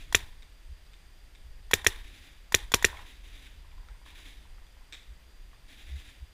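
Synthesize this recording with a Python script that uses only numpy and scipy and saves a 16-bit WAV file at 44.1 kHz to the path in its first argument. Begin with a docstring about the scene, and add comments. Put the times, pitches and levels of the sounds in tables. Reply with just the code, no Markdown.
"""Paintball shots in the woods

A paintball marker (a gas-powered gun) fires six shots close by, in a clearing among trees.
Each shot is the click of an electric valve, a pop of gas that rings the barrel and a bright
spit of exhaust; the woods scatter it back. The hopper (the ball tank) stirs its balls, paint
lands and other markers pop far away, and a light wind rumbles on the microphone."""
import sys
import numpy as np
from scipy import signal
from scipy.fft import rfft, irfft, next_fast_len
from scipy.io import wavfile

SR = 44100
rng = np.random.default_rng(int(sys.argv[2]) if len(sys.argv) > 2 else 0)


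def store_pcm(level_fs):
    """Save levels as 16-bit WAV."""
    pcm = np.round(np.clip(level_fs, -1, 1) * 32767).astype(np.int16)
    wavfile.write(sys.argv[1], SR, np.atleast_2d(pcm).T)


N = 279153
TIME = np.arange(N) / SR
BRIEF = TIME[:SR // 4]   # a quarter second, for short sounds

# The shots. Ring, bark and bite turn the pop up or down near 1850, 1050 and 3400 Hz.
# start_s, level_db, click_lead_s, ring_db, bark_db, bite_db, exhaust_db
SHOTS = [(0.1467, 0, 0.022, -0.5, 0.5, 2.5, -1.5), (1.734, -0.56, 0.023, -0.5, 0, 1, -0.2),
         (1.8650, -0.5, 0.02, 3.5, -1.5, 1, -0.5), (2.5434, -0.5, 0.022, -2, 0, 0.5, 0.5),
         (2.739, 0.5, 0.021, -14.5, 9, 2, 0.5), (2.8445, -.5, 0.02, 3.5, -1, -5, 0)]
# Tone of escaping gas: pitch_hz, level_db
GAS_TONE = [(160, -14), (350, -3), (700, -9), (1300, -7), (1900, 1), (3000, -4.5), (3600, 0), (4400, -2.5),
            (7200, -3), (8500, -8.5), (10500, -6), (14500, -10.5)]


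def from_db(db):
    """Turn decibels into a volume factor."""
    return 10 ** (np.asarray(db) / 20)


def rms_one(x):
    """Scale a sound to an average strength (rms) of 1."""
    return x / np.sqrt(np.mean(x ** 2) + 1e-20)


def add(track, start_s, sound):
    """Mix a sound into a track at the given time."""
    at = max(0, round(start_s * SR))
    track[at:at + len(sound)] += sound[:N - at]


def noise(tone):
    """Steady noise of strength 1, shaped by rows of pitch_hz, level_db."""
    hz, db = np.transpose(tone)
    size = next_fast_len(N)
    bins_hz = np.maximum(np.fft.rfftfreq(size, 1 / SR), 1)
    gain = from_db(np.interp(np.log(bins_hz), np.log(hz), db))
    return rms_one(irfft(rfft(rng.standard_normal(size)) * gain)[:N])


def drift(per_s):
    """A random curve that glides to a new value, typically within 1 of zero, per_s times a second."""
    return np.interp(TIME * per_s, np.arange(N // 8), rng.standard_normal(N // 8))


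def bursts(rows, rise_s, fade_s):
    """Volume curve from rows of start_s, level_db, hold_s. A burst dies by 60 dB in fade_s."""
    power = np.zeros(N)
    for s, db, hold_s in rows:
        t = TIME[:SR] - min(s, 0)
        swell = 1 - np.exp(-t / rise_s)
        fade = from_db(db - 60 * np.maximum(t - hold_s, 0) / fade_s)
        add(power, s, (swell * fade) ** 2)
    return np.sqrt(power)


def ring(tones, scatter_db, detune):
    """Tones that swell and die, a little different each time. Wider tones die sooner."""
    hz, width_hz, db = np.transpose(tones)[:, :, None]
    chance = rng.standard_normal((len(tones), 2, 1))
    age = np.pi * width_hz * BRIEF
    sign = (-1) ** np.arange(len(tones))[:, None]
    wave = np.sin(2 * np.pi * hz * (1 + detune * chance[:, 0]) * BRIEF)
    volume = from_db(db + scatter_db * chance[:, 1]) * age * np.exp(1 - age)
    return np.sum(sign * volume * wave, axis=0)


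def near(hz, centre_hz, octaves):
    """A weight that is 1 at the centre pitch and falls away on both sides."""
    return np.exp(-(np.log2(hz / centre_hz) / octaves) ** 2)


def pops():
    """Gas rushes down the barrel; the sliding bolt slams back and leaves the marker ringing."""
    # The barrel's tones as the gas pops: pitch_hz, width_hz, level_db
    barrel_tones = [(80, 45, -29.5), (195, 44, -45), (412, 180, -20), (680, 330, -34), (1065, 290, -27.5),
                    (1473, 439, -21.5), (1887, 290, -11), (2426, 250, -14), (3340, 380, -14),
                    (3946, 240, -25.5), (5740, 220, -26), (7010, 390, -33)]
    # The bolt's slam: pitch_hz, width_hz, level_db
    bolt_tones = [(325, 160, -32), (2600, 620, -15), (3660, 270, -21.5), (5740, 290, -19), (6220, 460, -22),
                  (6900, 490, -18.5), (7280, 430, -18), (9400, 460, -22.5), (11300, 520, -25),
                  (12670, 530, -28), (13920, 540, -27)]
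    # The marker's ringing body: pitch_hz, level_db, fade_s
    body_tones = [(316, -43, .10), (385, -34.5, .08), (949, -50, 0.2), (1838, -34, 0.092), (3537, -43, .09),
                  (3758, -52, 0.12), (7267, -48, .12), (9868, -54, .1), (10600, -53, .12)]
    out = np.zeros(N)
    for s, db, _, ring_db, bark_db, bite_db, exhaust_db in SHOTS:
        def shot_db(hz):
            return (db + ring_db * near(hz, 1850, .22) + bark_db * near(hz, 1050, .55)
                    + bite_db * near(hz, 3400, .25))
        barrel = [(hz, width, level + shot_db(hz)) for hz, width, level in barrel_tones]
        body = sum(from_db(level + shot_db(hz) - 60 * BRIEF / fade_s) * np.sin(2 * np.pi * hz * BRIEF)
                   for hz, level, fade_s in body_tones)
        add(out, s, ring(barrel, scatter_db=.5, detune=.004))
        add(out, s + .0043, from_db(exhaust_db) * ring(bolt_tones, scatter_db=.1, detune=.01))
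        add(out, s + .0061, body)
    return out


def exhaust():
    """Gas leaks and churns with the pop, spits out as the bolt returns, then hisses away."""
    # Tone of the bright spit: pitch_hz, level_db
    spit_tone = [(300, -6), (700, -18), (1300, -16), (1800, -4), (3000, -7.5), (3750, -3), (4500, -12),
                 (5300, -10.5), (5750, 3.5), (6200, -8.5), (7000, 3.5), (8000, -19.5), (9500, -10.5),
                 (14500, -22.5)]
    # Tone of gas churning at the barrel's mouth: pitch_hz, level_db
    churn_tone = [(150, -16), (350, -1), (550, 0), (900, -8), (1400, -1.5), (3200, -2.5), (5000, -14),
                  (12000, -25.5)]
    # The crack is the valve starting to open.
    crack = bursts([(s - .002, db - 41.5, .002) for s, db, *_ in SHOTS], rise_s=.001, fade_s=.005)
    leak = bursts([(s + .00045, db - 21, .005) for s, db, *_ in SHOTS], rise_s=.002, fade_s=.014)
    churn = bursts([(s + .0011, db - 29 + bark_db, .003) for s, db, _, _, bark_db, *_ in SHOTS],
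                   rise_s=.000586, fade_s=.022)
    spit = bursts([(s + .0044, exhaust_db - 17.5, .0022) for s, *_, exhaust_db in SHOTS],
                  rise_s=.0003, fade_s=.007)
    hiss = bursts([(s + .0058, db - 34.5, .011) for s, db, *_ in SHOTS], rise_s=.0008, fade_s=.075)
    escaping = np.hypot(leak, hiss) + crack
    return spit * noise(spit_tone) + escaping * noise(GAS_TONE) + churn * noise(churn_tone)


def valve_clicks():
    """A small electric valve clicks and puffs about 20 ms ahead of each shot."""
    # The valve's click: pitch_hz, width_hz, level_db
    click_tones = [(171, 120, -51.5), (729, 400, -39.5), (1005, 280, -34), (1507, 260, -40),
                   (1880, 190, -36.5), (2700, 300, -48.5), (3450, 230, -38.5), (7000, 260, -42)]
    starts = [s - lead_s for s, _, lead_s, *_ in SHOTS]
    out = np.zeros(N)
    for s in starts:
        add(out, s, ring(click_tones, scatter_db=2.5, detune=.006))
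    puff = bursts([(s + .0005, -33, .003) for s in starts], rise_s=.0012, fade_s=.016)
    seep = bursts([(s, -47, .01) for s in starts], rise_s=.002, fade_s=.051)
    return out + np.hypot(puff, seep) * noise(GAS_TONE)


def woods(shots):
    """Nearby trunks send back dull copies of each shot; the other trees scatter it in uneven clumps."""
    # Echoes off the nearest trunks: delay_s, level_db
    trunks = [(0.0103, -26.5), (.0215, -33), (.044, -37.5), (.0552, -33), (.064, -39), (0.08, -41.5)]
    # Tone of the scattered echo: pitch_hz, level_db
    tail_tone = [(150, -8), (400, -3.5), (650, -7), (980, 2.5), (1220, -8.5), (1800, 3), (2800, -4),
                 (3650, 3), (4400, -10), (7300, -13.5), (9000, -14.5), (10500, -13), (12000, -19.5),
                 (15000, -17.5)]
    dull = signal.sosfilt(signal.butter(1, [500, 4000], "band", fs=SR, output="sos"), shots)
    out = np.zeros(N)
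    for delay_s, db in trunks:
        add(out, delay_s, from_db(db) * dull)
    tail = bursts([(s + .018, db - 47.5, .03) for s, db, *_ in SHOTS], rise_s=.006, fade_s=.48)
    return out + tail * noise(tail_tone) * from_db(1.8 * drift(per_s=130))


def rattle():
    """The kick of each shot shakes the balls in the hopper: four light ticks at random."""
    # A ball ticking on the hopper's shell: pitch_hz, width_hz, level_db
    tick_tones = [(1000, 150, -6), (1850, 170, -2), (2400, 250, -6), (3670, 220, 0), (7400, 400, -8),
                  (10500, 400, -9)]
    out = np.zeros(N)
    for s, db, *_ in SHOTS:
        for delay_s in rng.uniform(.02, .11, size=4):
            tick = ring(tick_tones, scatter_db=2.5, detune=.02)
            add(out, s + delay_s, from_db(db - 44.5 - 90 * delay_s) * tick)
    return out


def hopper():
    """The hopper's feeder stirs the balls in short runs of even strokes and coasts to a stop."""
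    # Runs of the feeder: start_s, level_db, stroke_count
    runs = [(-.03, -53, 1), (1.945, -55.5, 4), (2.965, -54.5, 2), (3.235, -56, 3), (4.053, -55, 1),
            (4.15, -52.5, 2), (5.68, -55.4, 5)]
    # Tone of the stirred balls: pitch_hz, level_db
    stir_tone = [(170, -11), (280, 4), (450, -8.5), (1250, -11.5), (1750, -0.5), (2400, 1.5), (2900, -1.5),
                 (3750, 3), (4400, -11), (7200, -12), (9400, -20.5), (10400, -10.5), (11600, -20.5),
                 (14500, -19.5)]
    every_s, hold_s = .092, .052
    strokes = [(s + k * every_s, db, hold_s) for s, db, count in runs for k in range(count)]
    push = from_db(-1.83) * bursts(strokes, rise_s=.0016, fade_s=.16)
    coast = from_db(-2) * bursts(strokes, rise_s=.04, fade_s=.66)
    return np.hypot(push, coast) * noise(stir_tone) * from_db(1.3 * drift(per_s=250))


def far_splats():
    """Far paintballs clip twigs and burst, each quick touch weaker; the trees add a wash of echo."""
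    # The splats: start_s, first_touch_db, touch_count
    splats = [(0.423, -50.5, 2), (0.865, -58, 1), (.934, -51, 2), (1.350, -51.5, 2), (3.886, -53.5, 1),
              (4.667, -56.5, 1), (4.925, -38.5, 5)]
    # A ball's smack: pitch_hz, width_hz, level_db
    smack_tones = [(418, 180, -20), (1620, 570, -9.5), (2390, 500, -4.5), (3650, 540, -0.5),
                   (5430, 1400, -6.5), (7700, 1200, -9)]
    # Tone of the spray and its echo: pitch_hz, level_db
    spray_tone = [(300, -11.5), (1100, -12.5), (1700, -2.5), (2350, 1.5), (2900, -7), (3700, 5.5),
                  (4500, -11.5), (8000, -13), (10000, -23.5), (15000, -24)]
    every_s, loss_db = .0064, .85
    touches = [(s + k * every_s, db - k * loss_db) for s, db, count in splats for k in range(count)]
    out = np.zeros(N)
    for s, db in touches:
        add(out, s, from_db(db) * ring(smack_tones, scatter_db=2, detune=.018))
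    spray = bursts([(s, db - 8, .002) for s, db in touches], rise_s=.00033, fade_s=.031)
    wash = bursts([(s, db - 18, .01) for s, db in touches], rise_s=.01, fade_s=.5)
    return out + np.hypot(spray, wash) * noise(spray_tone)


def volley_knocks():
    """Knocks in far volleys vary in timing, strength and pitch. Gives start_s, level_db, pitch_hz."""
    # Volleys of faint knocks: start_s, length_s, level_db
    volleys = [(1.89, 0.092, -50), (2.94, .11, -41.5), (3.661, .62, -53.5), (4.46, 0.45, -55.5)]
    knocks_per_s, centre_hz, spread_octaves = 11, 1060, .13
    rows = []
    for start_s, length_s, db in volleys:
        count = int(np.ceil(length_s * knocks_per_s))
        for k, (late, extra_db, pitch) in enumerate(rng.standard_normal((count, 3))):
            s = start_s + length_s * (k + .2 * late) / count
            rows.append((s, db + extra_db, centre_hz * 2 ** (spread_octaves * pitch)))
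    return rows


def far_knocks():
    """Paint hitting boards and other markers firing make dull knocks that echo in the trees."""
    # The clearest knocks: start_s, level_db, pitch_hz
    clear_knocks = [(1.796, -43.5, 990), (1.948, -43, 2330), (2.885, -36.5, 1580), (2.929, -37.5, 1060),
                    (2.971, -38, 2170), (3.716, -50.5, 2230), (3.886, -46.5, 1445), (4.062, -47, 1110),
                    (4.582, -52.5, 1300), (5.531, -50.5, 1103)]
    # Tone of their echo: pitch_hz, level_db
    wash_tone = [(200, -13.5), (600, -8), (1000, 2.5), (1250, -9.5), (1700, -2.5), (2400, -8),
                 (4000, -21.5), (12000, -41.5)]
    knocks = clear_knocks + volley_knocks()
    out = np.zeros(N)
    for s, db, hz in knocks:
        tones = [(.6 * hz, 400, db - 11.5), (hz, 230, db - 3.8), (1.5 * hz, 380, db - 9.5)]
        add(out, s, ring(tones, scatter_db=1, detune=.024))
    wash = bursts([(s, db - 13.5, .012) for s, db, _ in knocks], rise_s=.005, fade_s=.31)
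    return out + wash * noise(wash_tone)


def rumble():
    """Gusts blow on the microphone, and the kick of each shot shakes the camera mount."""
    # Strength of the low rumble, from wind and the shots' shake: time_s, level_db
    rumble_levels = [(0.0, -46), (0.14, -45.5), (0.28, -51.5), (1.23, -54), (1.9, -49), (2.27, -54.5),
                     (2.5, -53.5), (2.77, -44.5), (3.03, -52.5), (3.67, -48.5), (4.65, -53.5), (5.52, -54),
                     (5.9, -49.5), (6.33, -57.5)]
    # Tone of the rumble: pitch_hz, level_db
    rumble_tone = [(12, -6), (28, 3.5), (45, -3), (70, -9), (100, -19.5), (150, -28), (300, -42),
                   (1000, -65)]
    rumble_db = np.interp(TIME, *np.transpose(rumble_levels)) + 2.5
    swells = from_db(rumble_db + drift(per_s=7.6))
    shake = bursts([(s, db - 45, .12) for s, db, *_ in SHOTS], rise_s=.01, fade_s=.5)
    return np.hypot(swells, shake) * noise(rumble_tone)


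def mount_bumps():
    """When bumped, the camera mount sways at its own low pitch, with a faint tone an octave up."""
    # The bumps: peak_s, level_db, pitch_hz, rise_s, fall_s
    bumps = [(.715, -38.5, 62, 0.021, 0.021), (1.47, -45, 60, .05, .05), (3.915, -38, 40, 0.022, 0.02),
             (5.128, -41.5, 55, 0.034, 0.011), (5.959, -33, 68, 0.066, 0.021),
             (6.228, -36, 63, 0.016, 0.02)]
    out = np.zeros(N)
    for peak_s, db, hz, rise_s, fall_s in bumps:
        t = TIME - peak_s
        phase = 2 * np.pi * hz * t
        swell = np.exp(-(t / np.where(t < 0, rise_s, fall_s)) ** 2)
        out += from_db(db) * swell * (np.sin(phase) + from_db(-20) * np.sin(2 * phase))
    return out


def background():
    """Calm air hisses in the leaves and the camera whines faintly."""
    # Tone of the air: pitch_hz, level_db
    air_tone = [(88, -24), (150, -3), (221, -6), (404, -7.5), (509, -8.5), (1060, -10), (1510, -10),
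                (1870, -7), (2230, -9.5), (3410, -10), (3910, -14), (4750, -13.5), (5540, -17),
                (14100, -24.5), (15500, -31)]
    # The camera's whine: pitch_hz, width_hz, level_db
    whine_tones = [(4770, 170, -75.5), (8629, 12, -84.5), (3500, 160, -83), (14400, 600, -86)]
    out = from_db(-63.5) * noise(air_tone)
    for hz, width_hz, db in whine_tones:
        phase = 2 * np.pi * hz * TIME
        out += from_db(db) * rms_one(drift(width_hz) * np.sin(phase) + drift(width_hz) * np.cos(phase))
    return out


def scene():
    """Mix the shots, their echoes and everything around them into one channel."""
    shots = valve_clicks() + pops() + exhaust()
    game = shots + woods(shots) + rattle() + hopper() + far_splats() + far_knocks()
    return (game + rumble() + mount_bumps() + background())[None]


def record(dry):
    """Round off the loudest peaks and cut the highest treble."""
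    ceiling, cutoff_hz = 1.4, 16300
    rounded = ceiling * np.tanh(dry / ceiling)
    return signal.sosfilt(signal.cheby2(14, 70, cutoff_hz, fs=SR, output="sos"), rounded)


dry = scene()
out = record(dry)
store_pcm(out)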